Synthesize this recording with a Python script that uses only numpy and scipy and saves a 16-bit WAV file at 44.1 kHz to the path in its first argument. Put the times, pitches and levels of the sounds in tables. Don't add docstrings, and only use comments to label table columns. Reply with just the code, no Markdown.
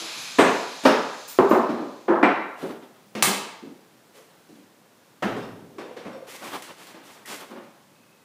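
import sys
import numpy as np
from scipy import signal
from scipy.fft import rfft, irfft, next_fast_len
from scipy.io import wavfile
from scipy.ndimage import map_coordinates

SR = 44100
rng = np.random.default_rng(int(sys.argv[2]) if len(sys.argv) > 2 else 0)


def dump(signal):
    limited = np.clip(np.atleast_2d(signal).T, -1, 1)
    pcm = np.round(limited * 32767).astype(np.int16)
    wavfile.write(sys.argv[1], SR, pcm)


N = 363384
T = np.arange(SR) / SR


def amp(db):
    return 10 ** (np.asarray(db) / 20)


def unit(x):
    return x / np.sqrt(np.mean(x ** 2) + 1e-20)


def unit_onset(x):
    return x / np.sqrt(np.mean(x[:SR // 20] ** 2) + 1e-20)


def along(points, hz):
    point_hz, value = np.transpose(points)
    return np.interp(np.log(hz + 1), np.log(point_hz + 1), value)


def wobble(rate, size=N):
    knots = rng.standard_normal(int(size * rate / SR) + 4)
    return map_coordinates(knots, [np.arange(size) * rate / SR])


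def filtered(x, response):
    m = next_fast_len(len(x) + 8192)
    return irfft(rfft(x, m) * response(np.fft.rfftfreq(m, 1 / SR)), m)[:len(x)]


def coloured(x, db_of_hz, size=4096):
    cepstrum = irfft(np.log(amp(db_of_hz(np.fft.rfftfreq(size, 1 / SR)))))
    cepstrum[1:size // 2] *= 2
    cepstrum[size // 2 + 1:] = 0
    impulse = irfft(np.exp(rfft(cepstrum)))
    return signal.fftconvolve(x, impulse)[:len(x)]


def resonate(x, modes):
    def response(f):
        return sum(amp(db) * 1j * f * width / (hz * hz - f * f + 1j * f * width) for hz, width, db in modes)
    return filtered(x, response)


def noise(colour):
    return unit(filtered(rng.standard_normal(N), lambda f: amp(along(colour, f))))


def add(track, s, sound):
    part = track[max(round(s * SR), 0):][:len(sound)]
    part += sound[:len(part)]


def hammer():
    # start_s, level_db, board pitch_hz, board ring_db, body_db, contact edge_hz,
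    # splinter_db, rise_s, room_db
    blows = [(0.385, -11.5, 277, -11.5, 2.5, 4830, -5, 0.0041, 4),
             (0.851, -11.5, 271, -6.5, 1.5, 6860, -0.5, 0.0063, 1.5),
             (1.388, -12.5, 390.4, 0, -5.5, 1380, -21.5, 0.00015, 1),
             (1.511, -14.5, 371, -5, -3.5, 1420, -19.5, 0.00065, 6.5),
             (2.081, -21, 386, -1.5, -6, 1900, -23.5, 0.0019, 5),
             (2.094, -17, 340, 2.5, -6, 1334, -35, 0.0044, 4),
             (2.229, -13, 322, -10, -4.5, 2760, -22, .0012, 2),
             (5.223, -24, 206, -6.5, 0, 4100, -4, .003, 3)]
    out = np.zeros(N)
    for s, db, pitch_hz, ring_db, body_db, edge_hz, splinter_db, rise, room_db in blows:
        contact = [(280, body_db),
                   (0.81 * edge_hz, -0.5),
                   (edge_hz, -5),
                   (1.41 * edge_hz, 0.66 * splinter_db),
                   (3.5 * edge_hz, splinter_db)]
        add(out, s, amp(db) * struck_wood(contact, pitch_hz, ring_db, rise, room_db))
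    return out


def knocks():
    # start_s, level_db, board pitch_hz,
    # treble_db (relative to the bass), tick_db (relative to the treble)
    bumps = [(0.002, -43.5, 329, 2, -7.5), (0.837, -34.5, 270, -1.5, 16.5), (1.690, -26.5, 305.6, -15.5, 0),
             (1.785, -31.5, 355, -12.5, -15.5), (2.624, -29.5, 383.6, -14, -21),
             (3.152, -30.5, 226, -7.5, 9), (3.268, -27, 202, -7, -11.5), (3.619, -41, 341, -27, -13),
             (3.655, -45.5, 271, -31, -10), (4.491, -49, 211, -29, 27), (4.556, -52.5, 181, -16, 16),
             (5.365, -32, 423, -13, 5), (5.783, -36.5, 353, -5, 4), (5.966, -40, 463, -3.5, 4),
             (6.049, -37.5, 207, -6, -3), (6.944, -46, 280, -4.5, 5), (7.300, -51, 234, -25, -4),
             (7.507, -41.5, 232, -3.5, -3), (7.555, -44.5, 561, 0, -6)]
    bass_hz, treble_hz, tick_hz = 290.5, 1100, 7000
    out = np.zeros(N)
    for s, db, pitch_hz, treble_db, tick_db in bumps:
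        contact = [(bass_hz, 0), (treble_hz, treble_db), (tick_hz, treble_db + tick_db)]
        rise = 0.0065 * np.exp(-0.36 * tick_db)
        add(out, s, amp(db) * struck_wood(contact, pitch_hz, ring_db=-4.5, rise=rise, room_db=4.5))
    return out


def struck_wood(contact, pitch_hz, ring_db, rise, room_db):
    # pitch_hz, density_db per Hz
    timber = [(30, -41), (80, -36.5), (130, -17.5), (220, -1.5), (320, 0), (560, -2), (1100, -6.5),
              (1600, -9.5), (2700, -15.5), (4500, -23.5), (8000, -33), (15000, -44)]
    attack = 1 - np.exp(-T / max(rise, 1e-4))
    burst = rng.standard_normal(SR) * attack * amp(-60 * T / 0.1)
    shake = with_echo(burst, room_db)
    push = np.linalg.norm(burst) * np.exp(-rise / 0.0015)
    shake[0] += amp(-6.5) * push
    knock = unit_onset(coloured(shake, lambda f: along(timber, f) + along(contact, f)))

    board = np.sin(2 * np.pi * pitch_hz * T) * attack * amp(-60 * T / 0.083)
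    board = coloured(board, lambda f: along([(40, -19.0), (180, 11)], f))
    ring = unit_onset(in_room(board, room_db - 4.5))

    touch = rng.standard_normal(SR) * attack * amp(-60 * T / 0.005)
    click_colour = [(60, -32.0), (200, -13.5), (1000, 9.5), (3400, 7), (6000, -74.0)]  # pitch_hz, gain_db
    click = amp(-3.0) * coloured(touch, lambda f: along(click_colour, f))
    return unit_onset(knock + amp(ring_db) * ring + click)


def nail_gun():
    # start_s, relative level_db
    contacts = [(3.2246, -18.5), (3.2268, -18.5), (3.2291, -16)]
    # pitch_hz, density_db per Hz
    crack_colour = [(50, -75), (120, -9), (230, -12), (570, -6.5), (950, -0.5), (1600, -7), (2500, -7),
                    (4000, -6.5), (5500, -10), (7700, -4), (12000, -9.5), (15300, -13.5)]
    shot, out = np.zeros(SR), np.zeros(N)
    start = contacts[0][0]
    for s, db in contacts:
        snap = amp(-60 * T / 0.0027)
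        puff = amp(-34 - 60 * T / 0.14)
        add(shot, s - start, amp(db) * rng.standard_normal(SR) * (snap + puff))
    crack = coloured(with_echo(shot, wet_db=2.5), lambda f: along(crack_colour, f))
    add(out, start, amp(-16.5) * unit_onset(crack))
    return out


def saw():
    # pitch_hz, density_db per Hz
    hiss_colour = [(40, -23.5), (100, -19.5), (160, -5.5), (320, -7.5), (700, -2.5), (1170, 1),
                   (1700, -0.5), (2400, -4.5), (4060, 5.5), (7100, -9), (8000, -12), (9600, -16.5),
                   (11300, -33.5), (12200, -31), (15300, -40)]
    # pitch_hz, width_hz, relative level_db
    blade = [(2455, 370, 2), (3230, 380, -5.5), (4060, 59, -23.5), (5120, 80, 5), (6330, 650, 2),
             (7230, 328, -1.5), (10620, 300, -2.5), (11440, 170, -8)]
    coast_s, hiss_power = 2.83, 2.09
    t = np.arange(N) / SR
    speed = np.clip(1 - t / coast_s, 0, 1)
    sing = np.zeros(N)
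    for hz, width, db in blade:
        mode = resonate(rng.standard_normal(N), [(hz, width, db)])
        flutter_db = 2.65 * wobble(9.86)
        fade_db = 6.8 * t * (hz / 10000) ** 2
        sing += amp(flutter_db - fade_db) * mode
    hiss = amp(-3) * noise(hiss_colour)
    return amp(-34) * speed ** hiss_power * (hiss + amp(-8.5) * unit(sing))


def squeaks():
    # start_s, length_s, pitch_hz, level_db
    rubs = [(1.278, 0.04, 14550, -40.5), (1.491, .04, 14200, -45.5)]
    # pitch_hz, width_hz, gain_db
    side_modes = [(7130, 173, -10), (8700, 320, -15), (9940, 170, -22.5), (12300, 181, -11)]
    out = np.zeros(N)
    for s, length, pitch_hz, db in rubs:
        pressure = np.interp(T, [0, .01, length, length + .02], [0.59, 0.6, 0.34, 0])
        rub = with_echo(rng.standard_normal(SR) * pressure, wet_db=7.0)
        sing = np.zeros(SR)
        for hz, width, mode_db in [(pitch_hz, 280, 0)] + side_modes:
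            narrow = resonate(rub, [(hz, width, 0)])
            sing += amp(mode_db) * resonate(narrow, [(hz, 2 * width, 0)])
        rasp = amp(-13.5) * resonate(rub, [(6700, 7000, 0)])
        add(out, s, amp(db) * unit_onset(sing + rasp))
    return out


def steel_ring():
    # start_s, gain_db
    square_hits = [(2.23, 0), (5.225, -14)]
    # pitch_hz, level_db, t60_s
    hammer_head = [(3850, -50, .9), (3930, -50, .95), (5400, -54, .66), (7830, -51, .34)]
    # start_s, pitch_hz, width_hz, level_db
    nails = [(0.383, 8270, 502, -37), (0.851, 5260, 600, -36.5)]
    # start_s, level_db
    clinks = [(5.425, -50.5), (5.782, -50.5), (5.965, -56), (6.129, -54), (7.947, -72)]
    # pitch_hz, relative level_db, t60_s
    tool = [(1150, 7.5, 0.3), (1560, 3, 0.58), (2720, -5, 0.71), (3050, -10, 0.31), (3610, -1, 0.48),
            (4370, -7.5, 0.45), (5130, -5, 0.39), (5540, -5, 0.46), (7980, -12, 0.36)]
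    out = np.zeros(N)
    for s, db in square_hits:
        add(out, s, amp(db) * metal(hammer_head))
    for s, hz, width_hz, db in nails:
        zing = with_echo(rng.standard_normal(SR) * amp(-60 * T / 0.065), wet_db=11.0)
        add(out, s, amp(db) * unit_onset(resonate(zing, [(hz, width_hz, 0)])))
    for s, db in clinks:
        clink = metal(tool) * (1 - np.exp(-T / 0.00078))
        add(out, s, amp(db) * unit_onset(clink))
    return out


def metal(modes):
    out = np.zeros(SR)
    for hz, db, t60 in modes:
        level_db = db + rng.normal(0, 1.9)
        blur = 1.25 * wobble(100, size=SR)
        out += amp(level_db - 60 * T / t60) * np.sin(2 * np.pi * hz * T + blur)
    return out


def scraping():
    # start_s, length_s, grit gain_db, drag gain_db
    strokes = [(2.568, 0.097, -53.5, -43), (4.135, 0.027, -53, -54), (6.264, 0.1, -45, -47),
               (6.411, .155, -47.5, -39), (6.762, 0.095, -51.5, -50), (7.026, 0.11, -53, -51.5),
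               (7.254, .025, -45, -45), (7.276, .045, -38.5, -42)]
    # pitch_hz, density_db per Hz
    grit_colour = [(60, -50), (500, -8), (2000, 8.5), (4000, 3.5), (8000, 1.5), (12000, -2), (15000, -7)]
    # pitch_hz, density_db per Hz
    drag_colour = [(40, -45), (80, -18), (200, 1.5), (360, 5), (650, 2.5), (1100, 3), (2000, -5),
                   (3500, -7.5), (7000, -22.5)]
    # start_s, level_db
    snags = [(6.441, -51.5), (6.622, -44.5), (6.87, -51), (7.258, -48.5)]
    grit_power, drag_power = np.zeros(N), np.zeros(N)
    for s, length, grit_db, drag_db in strokes:
        add(grit_power, s, (amp(grit_db) * stroke(length, t60=0.48)) ** 2)
        add(drag_power, s, (amp(drag_db) * stroke(length, t60=0.92)) ** 2)
    grains = rng.standard_normal(N) * (rng.random(N) < 900 / SR)
    grains = unit(filtered(grains, lambda f: amp(along(grit_colour, f))))
    grit = noise(grit_colour) + amp(-5.5) * grains
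    out = np.sqrt(grit_power) * amp(0.81 * wobble(60)) * grit
    out += np.sqrt(drag_power) * amp(3.5 * wobble(35)) * noise(drag_colour)
    for s, db in snags:
        catch = with_echo(rng.standard_normal(SR) * amp(-60 * T / 0.032), wet_db=4)
        add(out, s, amp(db) * unit_onset(coloured(catch, lambda f: along(grit_colour, f))))
    return out


def stroke(length, t60):
    build = 1 - np.exp(-T / 0.017)
    return build * amp(-60 * np.maximum(T - length, 0) / t60)


def creaks():
    # start_s, length_s, pitch_hz, gain_db (before scaling by the root of the length)
    board_slips = [(4.14, 0.077, 474, -53.5), (5.59, 0.29, 410, -54), (5.80, 0.128, 470, -44.5),
                   (5.99, .25, 508, -45), (7.251, .015, 1930, -45), (7.925, .26, 2570, -70)]
    out = np.zeros(N)
    for s, length, pitch_hz, db in board_slips:
        slips = (rng.random(SR) < 400 / SR) * rng.standard_normal(SR) * (T < length)
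        board = [(pitch_hz, 130, 0)]
        creak = in_room(resonate(resonate(slips, board), board), wet_db=-6)
        add(out, s, amp(db) * unit(creak) * np.sqrt(length))
    return out


def booms():
    # start_s, level_db, t60_s
    shudders = [(0.172, -55, 0.45), (1.387, -32, 0.59), (5.226, -33, 1.5), (6.048, -49.5, 0.91)]
    # pitch_hz, density_db per Hz
    joists = [(30, -24), (70, -36), (110, -5), (160, -5), (240, -4), (450, -11), (900, -24.5), (2000, -46)]
    out = np.zeros(N)
    for s, db, t60 in shudders:
        shudder = rng.standard_normal(SR) * amp(-60 * T / t60)
        add(out, s, amp(db) * unit_onset(coloured(shudder, lambda f: along(joists, f))))
    return out


def house():
    # pitch_hz, density_db per Hz
    floor = [(15, -69), (25, -29), (91, -22.5), (107, -6), (198, -1), (387, -5.5), (419, -4.5), (548, -5),
             (661, -8), (717, -7.5), (1100, -10), (2040, -14), (2600, -16.5), (3400, -17), (15300, -25)]
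    return amp(-56.5) * amp(0.46 * wobble(3.9)) * noise(floor)


def room_tail():
    # pitch_hz, t60_s
    decay = [(100, 0.48), (300, 0.54), (900, 0.82), (2200, 0.72), (5000, 0.67), (9000, 0.45), (15000, 0.38)]
    hz, t, bands = signal.stft(rng.standard_normal(SR), SR, nperseg=256)
    fading = bands * amp(-60 * t / along(decay, hz)[:, None])
    tail = signal.istft(fading, SR, nperseg=256)[1][:SR]
    tail *= 1 - np.exp(-T / 0.005)
    return tail / np.linalg.norm(tail)


def in_room(x, wet_db):
    return x + amp(wet_db) * signal.fftconvolve(x, room_tail())[:len(x)]


def with_echo(burst, wet_db):
    ringing = signal.fftconvolve(burst, room_tail())[:SR]
    scatter = np.linalg.norm(burst) * room_tail()
    return burst + amp(wet_db) * (ringing + scatter) / np.sqrt(2)


def scene():
    wood = hammer() + knocks() + booms() + creaks()
    tools = nail_gun() + saw() + squeaks() + steel_ring()
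    return (wood + tools + scraping() + house())[None]


def record(dry):
    top_hz = 15550
    rounded = dry[0] / (1 + np.abs(dry[0]) ** 6) ** (1 / 6)
    return filtered(rounded, lambda hz: hz < top_hz)[None]


dry = scene()
out = record(dry)
dump(out)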